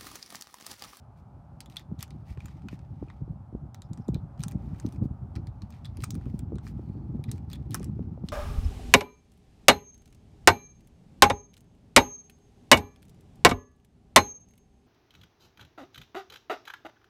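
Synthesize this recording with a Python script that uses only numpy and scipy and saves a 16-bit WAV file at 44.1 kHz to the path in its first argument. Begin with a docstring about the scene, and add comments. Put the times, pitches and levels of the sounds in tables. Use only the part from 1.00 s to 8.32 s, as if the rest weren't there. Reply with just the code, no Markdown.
"""Cartridges are pressed into a pistol magazine with a plastic loader, outdoors on a carpeted table.
Each contact is a burst of noise that rings plastic, brass and steel close by; now and then a case rings on.
Slides are grainy noise that sticks and slips, with brief narrow squeaks.
Wind buffets the microphone with rumble, flutter, sagging low pushes and abrupt snaps.
Far traffic roars steadily behind it all, as smooth coloured noise."""
import sys
import numpy as np
from scipy import signal
from scipy.fft import rfft, irfft
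from scipy.io import wavfile
from scipy.ndimage import uniform_filter1d

SR = 44100
rng = np.random.default_rng(int(sys.argv[2]) if len(sys.argv) > 2 else 0)


def store_pcm(level_fs):
    """Save levels as 16-bit WAV."""
    pcm = np.round(np.clip(level_fs, -1, 1) * 32767).astype(np.int16)
    wavfile.write(sys.argv[1], SR, np.atleast_2d(pcm).T)


N = 322812

# Contacts. Each row: start in seconds, then level in dB of loader body, brass case, magazine steel, sharp edge.
CONTACTS = [(0.605, -57.5, -39, -40.5, -40), (0.659, -55, -60, -52.5, -57), (0.699, -64, -50, -52, -57),
            (0.723, -61, -54, -61, -78), (0.76, -46, -49, -55, -53), (0.7677, -49, -35, -49.5, -39.5),
            (0.7944, -49, -61, -53, -55), (0.991, -59, -48, -54, -73), (1.0074, -61, -40, -45, -57),
            (1.021, -50, -50, -58, -60), (1.027, -40.5, -37, -31, -34), (1.0787, -56, -66, -61, -66),
            (1.106, -52, -49.5, -54.5, -56), (1.374, -47, -62, -66, -75), (1.404, -44, -53, -59, -62),
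            (1.4571, -47, -55, -45, -48), (1.4829, -47.5, -77, -59, -72), (1.62, -62, -60, -68, -83),
            (1.6853, -39, -44, -49.5, -58), (1.7265, -48.5, -64, -75, -68), (1.791, -54, -58.5, -61, -79),
            (2.0835, -55, -69, -73, -87), (2.1004, -41.5, -55, -62, -85), (2.745, -47, -51, -43, -52),
            (2.8196, -53.5, -45, -45.5, -51), (2.9325, -55, -58, -45, -63), (2.9746, -52, -67, -53.5, -75),
            (3.0822, -55, -56.5, -49, -53.5), (3.089, -62, -59, -56, -69), (3.1441, -49, -41, -49.5, -50.5),
            (3.1521, -47, -54, -72, -76), (3.377, -62, -61, -66, -84.5), (3.3938, -61.5, -54, -59, -60),
            (3.405, -53, -50, -54, -56), (3.4176, -71, -52, -59, -62), (3.429, -56, -51, -44, -53),
            (3.4359, -35, -42, -29, -33), (3.4821, -49, -45, -39.5, -38.5), (3.5123, -51, -62, -53, -50),
            (3.519, -52, -59, -47.5, -56), (3.745, -53, -75, -65, -83), (3.799, -45.5, -54, -41.5, -49),
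            (3.8635, -51, -44, -47, -55), (3.889, -64, -61, -61, -56), (3.924, -68, -58.5, -53, -56),
            (3.9605, -55, -63, -62, -77), (4.3543, -51, -46.5, -50, -60.5),
            (4.3606, -47.5, -43.5, -53, -58), (4.4702, -50.5, -52, -50.5, -57.5),
            (4.6196, -51.5, -45.5, -54, -61), (4.704, -54.5, -63, -55, -57), (4.7243, -55, -54, -60, -74),
            (4.8467, -52, -53, -53, -55), (4.8546, -49, -41, -48.5, -55), (4.8615, -52, -65, -58, -58),
            (4.9703, -54.5, -49, -58, -47.5), (5.005, -73, -46, -63, -60), (5.0222, -52, -45.5, -59, -49),
            (5.0369, -30, -46, -36.5, -39), (5.0405, -49, -41, -30.5, -33), (5.1057, -50.5, -40, -34, -39),
            (5.1443, -69, -58, -50, -54), (5.152, -46, -53, -51, -45.5), (5.2114, -50.5, -73, -66, -79),
            (5.256, -53, -82, -67, -68), (5.3915, -52, -52, -45.5, -43), (5.5557, -56, -56, -59, -57),
            (5.5838, -43, -51.5, -53, -80), (5.667, -41.5, -51, -57, -66), (5.6758, -48, -51, -49, -61),
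            (6.2398, -44, -46.5, -49, -47.5), (6.291, -56, -56, -70, -78), (6.3149, -64, -39, -34.5, -36),
            (6.38, -58, -58, -59, -71), (6.5003, -50, -51, -58, -52), (6.5152, -53, -47, -63, -65),
            (6.5312, -48, -41, -44, -42.5), (6.5555, -64, -59, -63, -57), (6.7074, -57, -49, -51, -44.5),
            (6.7165, -63, -47, -61, -58.5), (6.733, -53, -57, -60, -62.5), (6.7443, -28, -37, -23, -26.5),
            (6.7512, -56, -50, -35, -32), (6.7965, -56, -58, -49, -56), (6.8295, -47, -57, -50.5, -48),
            (6.8436, -63, -70, -42.5, -42.5), (7.027, -60, -67.5, -81.5, -84), (7.2866, -47, -35, -38, -56)]
# What the contacts ring, one table per part. Each row: frequency in Hz, width in Hz, relative level in dB.
LOADER_BODY_MODES = [(1162, 370, 11), (1960, 340, 2), (2396, 160, 4.5)]
BRASS_CASE_MODES = [(2880, 2600, 3), (3740, 640, 8), (4270, 1700, 0.5)]
MAGAZINE_STEEL_MODES = [(4610, 1500, -2), (6100, 3200, 7.2), (6950, 660, 1.5), (7460, 1000, -6.5),
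                        (8500, 770, -8)]
SHARP_EDGE_MODES = [(8860, 720, 2.3), (11440, 1200, -3), (13600, 910, -3), (15600, 1500, -8)]
# Table top, boxes and body scatter each click into a short tail, one row per part in the order above.
# Each row: level in dB against the tick, time to fall 60 dB in seconds.
SCATTER_TAILS = [(-22.5, 0.12), (-21, 0.14), (-31.5, 0.17), (-30, 0.082)]
MODE_SPREAD_DB = 5
TOP_OVER_LAST_MODE = 1.26   # above this multiple of its last mode a part falls off steeply
TICK_T60_S, CHATTER_T60_S, CHATTER_GAIN = 0.006, 0.032, 0.17

# A loose case rings briefly in the loader's throat. Each row: start in seconds, level in dB.
CASE_RINGS = [(.66, -52.5), (0.768, -31.5), (.798, -55), (4.848, -43), (4.859, -51), (6.53, -41),
              (6.555, -55)]
# Close modes of the brass tube.
# Each row: frequency in Hz, width in Hz, relative level in dB, time to fall 60 dB in seconds.
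CASE_TUBE_MODES = [(3300, 350, -9, 0.045), (3450, 140, -1, 0.04), (3520, 300, -17, 0.13),
                   (3700, 350, -13, 0.045)]

# Slides of fingers, loader and brass. Each row: start in seconds, length in seconds, dull dB, bright dB.
SLIDES = [(0.155, 0.067, -85, -83), (0.694, 0.077, -72, -71), (0.762, 0.072, -64, -80),
          (0.981, 0.047, -61, -60), (1.012, 0.042, -53.5, -79), (1.244, 0.12, -71.5, -75),
          (1.378, 0.11, -71, -88), (1.451, 0.088, -69, -90), (1.544, 0.059, -79, -100),
          (1.685, 0.095, -69, -78), (1.976, 0.17, -81, -101), (2.054, 0.19, -88, -107),
          (2.932, 0.11, -91, -87), (3.377, 0.082, -70, -69), (3.48, 0.049, -69, -80),
          (3.61, 0.11, -80, -84), (3.738, 0.12, -79, -79), (3.844, 0.16, -75, -76),
          (4.017, 0.059, -81, -72.5), (4.687, 0.13, -72, -86), (4.99, 0.068, -74, -65),
          (5.22, 0.12, -78, -82), (5.312, 0.11, -82.5, -78), (5.615, 0.12, -68.5, -68),
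          (5.72, 0.28, -100, -92), (6.267, 0.084, -70, -89), (6.34, 0.059, -78, -75),
          (6.485, 0.1, -62.5, -73), (6.699, 0.1, -67, -60), (6.792, 0.089, -67.5, -77),
          (7.233, 0.092, -78, -76)]
# Sleeve and skin brushing faintly between slides. Each row: time in seconds, dull level in dB.
BRUSHING = [(0.0, -87.5), (0.96, -85), (1.47, -74.5), (2.26, -85.5), (2.79, -93.5), (2.93, -82),
            (3.38, -87.5), (3.61, -77.5), (3.85, -73), (4.01, -99), (4.34, -85.5), (4.95, -76), (5.22, -75),
            (5.4, -84), (5.83, -77.5), (6.08, -82), (6.69, -78), (7.32, -81.5)]
# Colour of the rubbing hiss. Each row: frequency in Hz, relative level in dB per Hz.
RUB_COLOUR = [(1200, -18.5), (1800, 7.5), (3000, 1.5), (5200, -0.5), (8600, -8.5), (12400, -12.5),
              (16000, -12)]
# Parts that sing under a slide. Each row: frequency in Hz, width in Hz, level in dB against the hiss.
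RUB_MODES = [(2390, 660, -14.5), (5000, 2200, -23), (8800, 400, -19.5), (12000, 660, -18)]
BRUSH_BRIGHT_DB = -11   # bright half of the brushing, below the dull one
SLIPS_PER_S, SLIP_DB, SLIP_SPREAD_DB = 76, 2, 1.0

# A part sings in a narrow band while rubbed.
# Each row: start in seconds, length in seconds, frequency in Hz, level in dB.
SQUEAKS = [(1.292, 0.015, 2390, -64), (1.72, .02, 2530, -68), (2.82, .06, 5170, -76),
           (3.002, .03, 5360, -77), (3.039, .018, 5260, -75), (5.748, 0.37, 4390, -85.5),
           (6.28, 0.02, 2000, -59), (6.286, .022, 3750, -64), (6.288, 0.014, 5000, -66)]
SQUEAK_WIDTH_HZ = 500

# Strength of the wind on the microphone. Each row: time in seconds, rumble level in dB, flutter level in dB.
GUSTS = [(0.0, -52.5, -68), (0.28, -49.5, -67), (0.92, -51.5, -60.5), (1.14, -46, -64), (2.16, -44, -59.5),
         (2.32, -42, -66), (2.55, -50, -64), (2.71, -44, -58), (2.89, -48.5, -70), (3.02, -49, -63.5),
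         (3.36, -43, -59), (3.57, -37, -46), (3.91, -44, -54), (4.08, -42, -59.5), (4.49, -41.5, -56.5),
         (4.73, -44, -59.5), (4.93, -41, -55), (5.18, -39.5, -51.5), (5.4, -37, -48), (5.79, -40, -50.5),
         (6.16, -41, -50.5), (6.38, -37.5, -48.5), (6.61, -40, -51.5), (6.85, -35.5, -42.5),
         (7.2, -41, -53.5), (7.32, -43.5, -44)]
# Colours of the turbulence. Each row: frequency in Hz, relative level in dB per Hz.
RUMBLE_COLOUR = [(25, -32.5), (40, -19), (60, 1.5), (90, 1.5), (140, 0), (220, -12.5), (320, -28.5)]
FLUTTER_COLOUR = [(140, -5), (220, 7), (320, -0.5), (450, -14), (700, -34.5)]
LUMP_RATE_HZ, RUMBLE_LUMP_DB, FLUTTER_LUMP_DB = 16, 2, 4
WAKE_S, WAKE_RUMBLE_DB, WAKE_FLUTTER_DB = 0.02, -20, -26   # turbulence around each eddy, below its level

# Single eddies. Each row: middle in seconds, level in dB, mid frequency in Hz, length in cycles.
EDDIES = [(0.533, -34, 105, 1.8), (0.898, -34, 107, 2.2), (0.924, -22, 149, 1.07),
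          (0.992, -28.5, 115, 1.17), (1.163, -33.5, 156, 1.1), (1.308, -29.5, 79, 1.45),
          (1.384, -30.5, 113, 1.2), (1.449, -28.5, 127, 0.52), (1.657, -25, 145, 0.55),
          (1.732, -27.5, 152, 0.72), (1.912, -37, 99, 1.3), (2.03, -31.5, 178, 3.4),
          (2.223, -21.5, 94, 0.4), (2.308, -21.5, 125, 0.56), (2.551, -19, 156, 0.6),
          (2.637, -33.5, 129, 2.7), (2.794, -34, 101, 1.7), (2.915, -22, 131, 0.63),
          (3.002, -23, 151, 0.69), (3.097, -21.5, 168.4, 3.3), (3.122, -24.5, 105, 0.9),
          (3.156, -18.5, 122, 0.83), (3.177, -33.5, 86, 0.47), (3.237, -26, 116, 1.2),
          (3.405, -24.5, 146, 2.2), (3.466, -23, 148, 0.87), (3.557, -22, 202, 1.35), (3.678, -25, 137, 1),
          (3.733, -22.5, 139, 1.3), (3.854, -18.5, 196, 0.79), (3.985, -23, 128, 1.5),
          (4.026, -16.5, 124, 0.81), (4.059, -22.5, 169, 0.88), (4.112, -22.5, 118, 0.44),
          (4.229, -26.5, 102, 1.45), (4.372, -23.5, 139, 0.49), (4.397, -25, 131, 0.4),
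          (4.49, -30, 95, 1.7), (4.636, -24, 92, 0.44), (4.894, -31.5, 109, 1.2), (4.991, -23, 153, 0.43),
          (5.034, -29, 113, 0.9), (5.107, -27.5, 170, 0.72), (5.142, -30, 151, 1.1),
          (5.178, -26.5, 155, 1.3), (5.265, -21.5, 133, 0.4), (5.345, -22.5, 171, 1.1),
          (5.434, -27.5, 171, 0.86), (5.532, -21.5, 218, 0.47), (5.768, -24, 133, 0.73),
          (5.901, -22.5, 157, 0.84), (5.976, -26.5, 104, 0.71), (6.1, -25.5, 135, 1.5),
          (6.152, -27, 232, 2.2), (6.197, -26.5, 133, 1), (6.287, -27, 121, 1.5), (6.741, -37, 113, 1.2),
          (6.808, -31, 157, 1.7), (6.898, -26.5, 176, 1.4), (6.936, -26, 127, 0.59),
          (6.965, -27.5, 123, 1.3), (7.013, -24, 161, 1.8), (7.129, -26, 139, 1.1), (7.244, -24.5, 173, 2)]
# Abrupt higher snaps of the wind. Each row: start in seconds, peak in dB, frequency in Hz.
SNAPS = [(0.915, -35, 347), (1.373, -38.5, 380), (1.729, -32.5, 301), (2.026, -22.5, 304),
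         (2.076, -41, 301), (2.215, -35, 301), (2.278, -35.5, 326), (2.333, -42, 301), (2.526, -35, 301),
         (2.551, -28.5, 361), (2.908, -48, 301), (2.998, -38, 307), (3.087, -18.5, 339), (3.137, -34, 307),
         (3.163, -29.5, 385), (3.55, -31, 301), (3.848, -26.5, 304), (4.024, -32, 487), (4.054, -33, 350),
         (4.381, -37.5, 336), (5.137, -47, 328), (5.27, -33, 350), (5.342, -32, 301), (5.521, -26.5, 361),
         (5.794, -30, 307), (5.895, -37, 301), (5.953, -37, 301), (6.148, -29, 301), (6.193, -33, 339),
         (6.805, -29.5, 358), (6.896, -37, 301), (6.993, -27.5, 382), (7.176, -35.5, 530),
         (7.238, -30.5, 347)]
SNAP_TOP_HZ = 1150
SNAP_FADE_CYCLES = 0.87   # cycles to fall to 1/e

# Colour of the far traffic. Each row: frequency in Hz, relative level in dB per Hz.
TRAFFIC_COLOUR = [(240, -27.5), (400, -6), (467, -15), (563, -4), (638, -7), (793, -0.5), (1070, -11.5),
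                  (1290, -11.5), (1930, -30.5), (3880, -39.5), (11000, -45.5), (13100, -50.5), (16500, -55)]
TRAFFIC_DB, TRAFFIC_SWELL_DB, TRAFFIC_SWELL_HZ = -62.5, 1.6, 0.24

BASS_CUT_HZ, TOP_CUT_HZ = 38, 17000


def from_db(db):
    """Decibels to gain."""
    return 10 ** (np.asarray(db) / 20)


def rms_one(x):
    """Scale to rms 1."""
    return x / np.sqrt(np.mean(x ** 2) + 1e-20)


def in_time(rows):
    """Columns of a curve, drawn in straight lines to one value per sample."""
    s, *columns = np.transpose(rows)
    return [np.interp(np.arange(N) / SR, s, column) for column in columns]


def drift(rate_hz):
    """Slow chance: noise twice through a one-pole low-pass, made at a fortieth of the rate; spread 1."""
    r = np.exp(-2 * np.pi * rate_hz * 40 / SR)
    noise = rng.standard_normal(N // 40 + 2002)
    slow = signal.lfilter([1], [1, -2 * r, r * r], noise)[2000:]   # skip the filter settling
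    return np.interp(np.arange(N) / 40, np.arange(len(slow)), rms_one(slow))


def coloured(x, spectrum):
    """Shape x to a spectrum joined up over log frequency, -80 dB outside it; rms 1."""
    hz, level_db = np.transpose(spectrum)
    bins_hz = np.maximum(np.arange(N // 2 + 1) * SR / N, 1)
    shape_db = np.interp(np.log(bins_hz), np.log(hz), level_db, left=-80, right=-80)
    return rms_one(irfft(rfft(x) * from_db(shape_db), N))


def resonance(x, hz, width_hz):
    """Two-pole resonance along the last axis, gain about 1 on top."""
    r = np.exp(-np.pi * width_hz / SR)
    return signal.lfilter([1 - r, 0, r - 1], [1, -2 * r * np.cos(2 * np.pi * hz / SR), r * r], x)


def low_pass(x, hz):
    """Steep treble cut along the last axis."""
    return signal.sosfilt(signal.butter(4, hz, fs=SR, output="sos"), x)


def add(track, pieces, starts_s):
    """Lay short pieces into a track at their start times."""
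    for piece, s in zip(pieces, starts_s):
        i = max(int(s * SR), 0)
        track[i:i + len(piece)] += piece[:N - i]


def clicks():
    """Tick, chatter and scattered tail ring the four parts; each mode's strength varies with the spot struck."""
    s, *levels_db = np.transpose(CONTACTS)
    t = np.arange(5000) / SR
    tick = from_db(-60 * t / TICK_T60_S)
    chatter = CHATTER_GAIN * from_db(-60 * t / CHATTER_T60_S)
    onset = np.minimum(t / 0.00019, 1)
    parts = LOADER_BODY_MODES, BRASS_CASE_MODES, MAGAZINE_STEEL_MODES, SHARP_EDGE_MODES
    pieces = 0
    for modes, level_db, (tail_db, tail_t60) in zip(parts, levels_db, SCATTER_TAILS):
        tail = from_db(tail_db - 60 * t / tail_t60)
        strike = ((tick + chatter) * onset + tail) * rng.standard_normal((len(s), len(t)))
        spot_db = MODE_SPREAD_DB * rng.standard_normal((len(s), len(modes)))
        rung = 0
        for k, (hz, width_hz, db) in enumerate(modes):
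            gain = (-1) ** k * from_db(db + spot_db[:, [k]]) / np.sqrt(width_hz)   # alternating polarity
            rung = rung + gain * resonance(strike, hz, width_hz)
        rung = low_pass(rung, TOP_OVER_LAST_MODE * modes[-1][0])
        # level is the peak of a sine as strong as the loudest millisecond
        power = uniform_filter1d(rung ** 2, size=44, axis=1).max(axis=1)
        pieces = pieces + rung * (from_db(level_db) / np.sqrt(2 * power))[:, None]
    out = np.zeros(N)
    add(out, pieces, s)
    return out


def case_rings():
    """Close modes of the brass tube, kept rough by the case rattling as it settles."""
    s, level_db = np.transpose(CASE_RINGS)[:, :, None]
    t = np.arange(6000) / SR
    onset = np.minimum(t / 0.00037, 1)
    pieces = 0
    for hz, width_hz, db, t60 in CASE_TUBE_MODES:
        noise = rng.standard_normal((len(s), 8000))
        rattle = resonance(resonance(noise, hz, width_hz), hz, width_hz)[:, 2000:]
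        pieces = pieces + from_db(level_db + db - 60 * t / t60) * onset * rms_one(rattle)
    out = np.zeros(N)
    add(out, pieces, s[:, 0])
    return out


def rub():
    """Stick and slip: dense uneven grains, a dull and a bright half, under each slide and faintly between."""
    dull_gain, = from_db(in_time(BRUSHING))
    bright_gain = from_db(BRUSH_BRIGHT_DB) * dull_gain
    for s, length_s, dull_db, bright_db in SLIDES:
        stroke = signal.windows.tukey(int(length_s * SR), .8)
        add(dull_gain, [from_db(dull_db) * stroke], [s])
        add(bright_gain, [from_db(bright_db) * stroke], [s])
    unevenness_db = 0.87 * drift(200.0) + 1.1 * drift(27.0)
    grains = rng.standard_normal(N) * from_db(unevenness_db)
    slip_gain = from_db(SLIP_DB + SLIP_SPREAD_DB * rng.standard_normal(N))
    slips = (rng.random(N) < SLIPS_PER_S / SR) * slip_gain
    grains = grains * (1 + signal.lfilter([1], [1, -.985], slips))   # each slip flares for a millisecond or two
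    hiss = coloured(grains, RUB_COLOUR)
    for hz, width_hz, db in RUB_MODES:
        hiss = hiss + from_db(db) * rms_one(resonance(grains, hz, width_hz))
    dull = signal.lfilter(*signal.butter(1, 6000, fs=SR), hiss)
    bright = hiss - dull
    return dull_gain * rms_one(dull) + bright_gain * rms_one(bright)


def squeaks():
    """Rubbing noise twice through one narrow resonance, swelling and fading."""
    out = np.zeros(N)
    for s, length_s, hz, db in SQUEAKS:
        noise = rng.standard_normal(20000)
        song = resonance(resonance(noise, hz, SQUEAK_WIDTH_HZ), hz, SQUEAK_WIDTH_HZ)
        swell = signal.windows.tukey(int(length_s * SR), .7)
        add(out, [from_db(db) * swell * rms_one(song)[-len(swell):]], [s])
    return out


def wind():
    """Turbulence at the microphone port: rumble and flutter throb together and swell around each eddy."""
    rumble_db, flutter_db = in_time(GUSTS)
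    s, eddy_db = np.transpose(EDDIES)[:2, :, None]
    t = (np.arange(8000) - 4000) / SR
    wake = np.zeros(N)
    add(wake, from_db(eddy_db) * np.exp(-(t / WAKE_S) ** 2), s[:, 0] + t[0])
    lumps = drift(LUMP_RATE_HZ)
    rumble = coloured(rng.standard_normal(N), RUMBLE_COLOUR)
    rumble = rumble / np.sqrt(uniform_filter1d(rumble ** 2, size=3000))   # even out its own slow swells
    flutter = coloured(rng.standard_normal(N), FLUTTER_COLOUR)
    rumble_gain = from_db(rumble_db + RUMBLE_LUMP_DB * lumps) + from_db(WAKE_RUMBLE_DB) * wake
    flutter_gain = from_db(flutter_db) + from_db(WAKE_FLUTTER_DB) * wake
    flutter_gain = flutter_gain * from_db(FLUTTER_LUMP_DB * lumps)
    return rumble_gain * rumble + flutter_gain * flutter


def buffets():
    """An eddy pushes the membrane for a few cycles at most, sagging in pitch."""
    s, level_db, hz, cycles = np.transpose(EDDIES)[:, :, None]
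    t = (np.arange(6000) - 3000) / SR
    swell = np.exp(-2.8 * (t * hz / cycles) ** 2)
    turns = hz * t * (1 - 17.0 * t) + rng.random(s.shape)   # random starting phase
    push = swell * np.sin(2 * np.pi * turns)
    out = np.zeros(N)
    add(out, from_db(level_db) * push, s[:, 0] + t[0])
    return out


def snaps():
    """A snap of wind sets in abruptly, either way round, and dies in about two cycles."""
    s, peak_db, hz = np.transpose(SNAPS)[:, :, None]
    t = np.arange(1500) / SR
    snap = np.exp(-t * hz / SNAP_FADE_CYCLES) * np.sin(2 * np.pi * hz * t)
    snap = low_pass(snap, SNAP_TOP_HZ) * rng.choice([-1, 1], s.shape)
    out = np.zeros(N)
    add(out, from_db(peak_db) * snap / np.abs(snap).max(axis=1, keepdims=True), s[:, 0])
    return out


def traffic():
    """Far tyre roar: smooth coloured noise, swelling a little."""
    level_db = TRAFFIC_DB + TRAFFIC_SWELL_DB * drift(TRAFFIC_SWELL_HZ)
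    return from_db(level_db) * coloured(rng.standard_normal(N), TRAFFIC_COLOUR)


def scene():
    """Hands close by, wind on the microphone, road far off."""
    hands = clicks() + case_rings() + rub() + squeaks()
    air = wind() + buffets() + snaps()
    return (hands + air + traffic())[None]


def record(dry):
    """The microphone drops the deepest bass; the top is cut, 70 dB down from the cut upwards."""
    x = signal.sosfilt(signal.butter(4, BASS_CUT_HZ, "high", fs=SR, output="sos"), dry)
    return signal.sosfilt(signal.cheby2(12, 70, TOP_CUT_HZ, fs=SR, output="sos"), x)


dry = scene()
out = record(dry)
store_pcm(out)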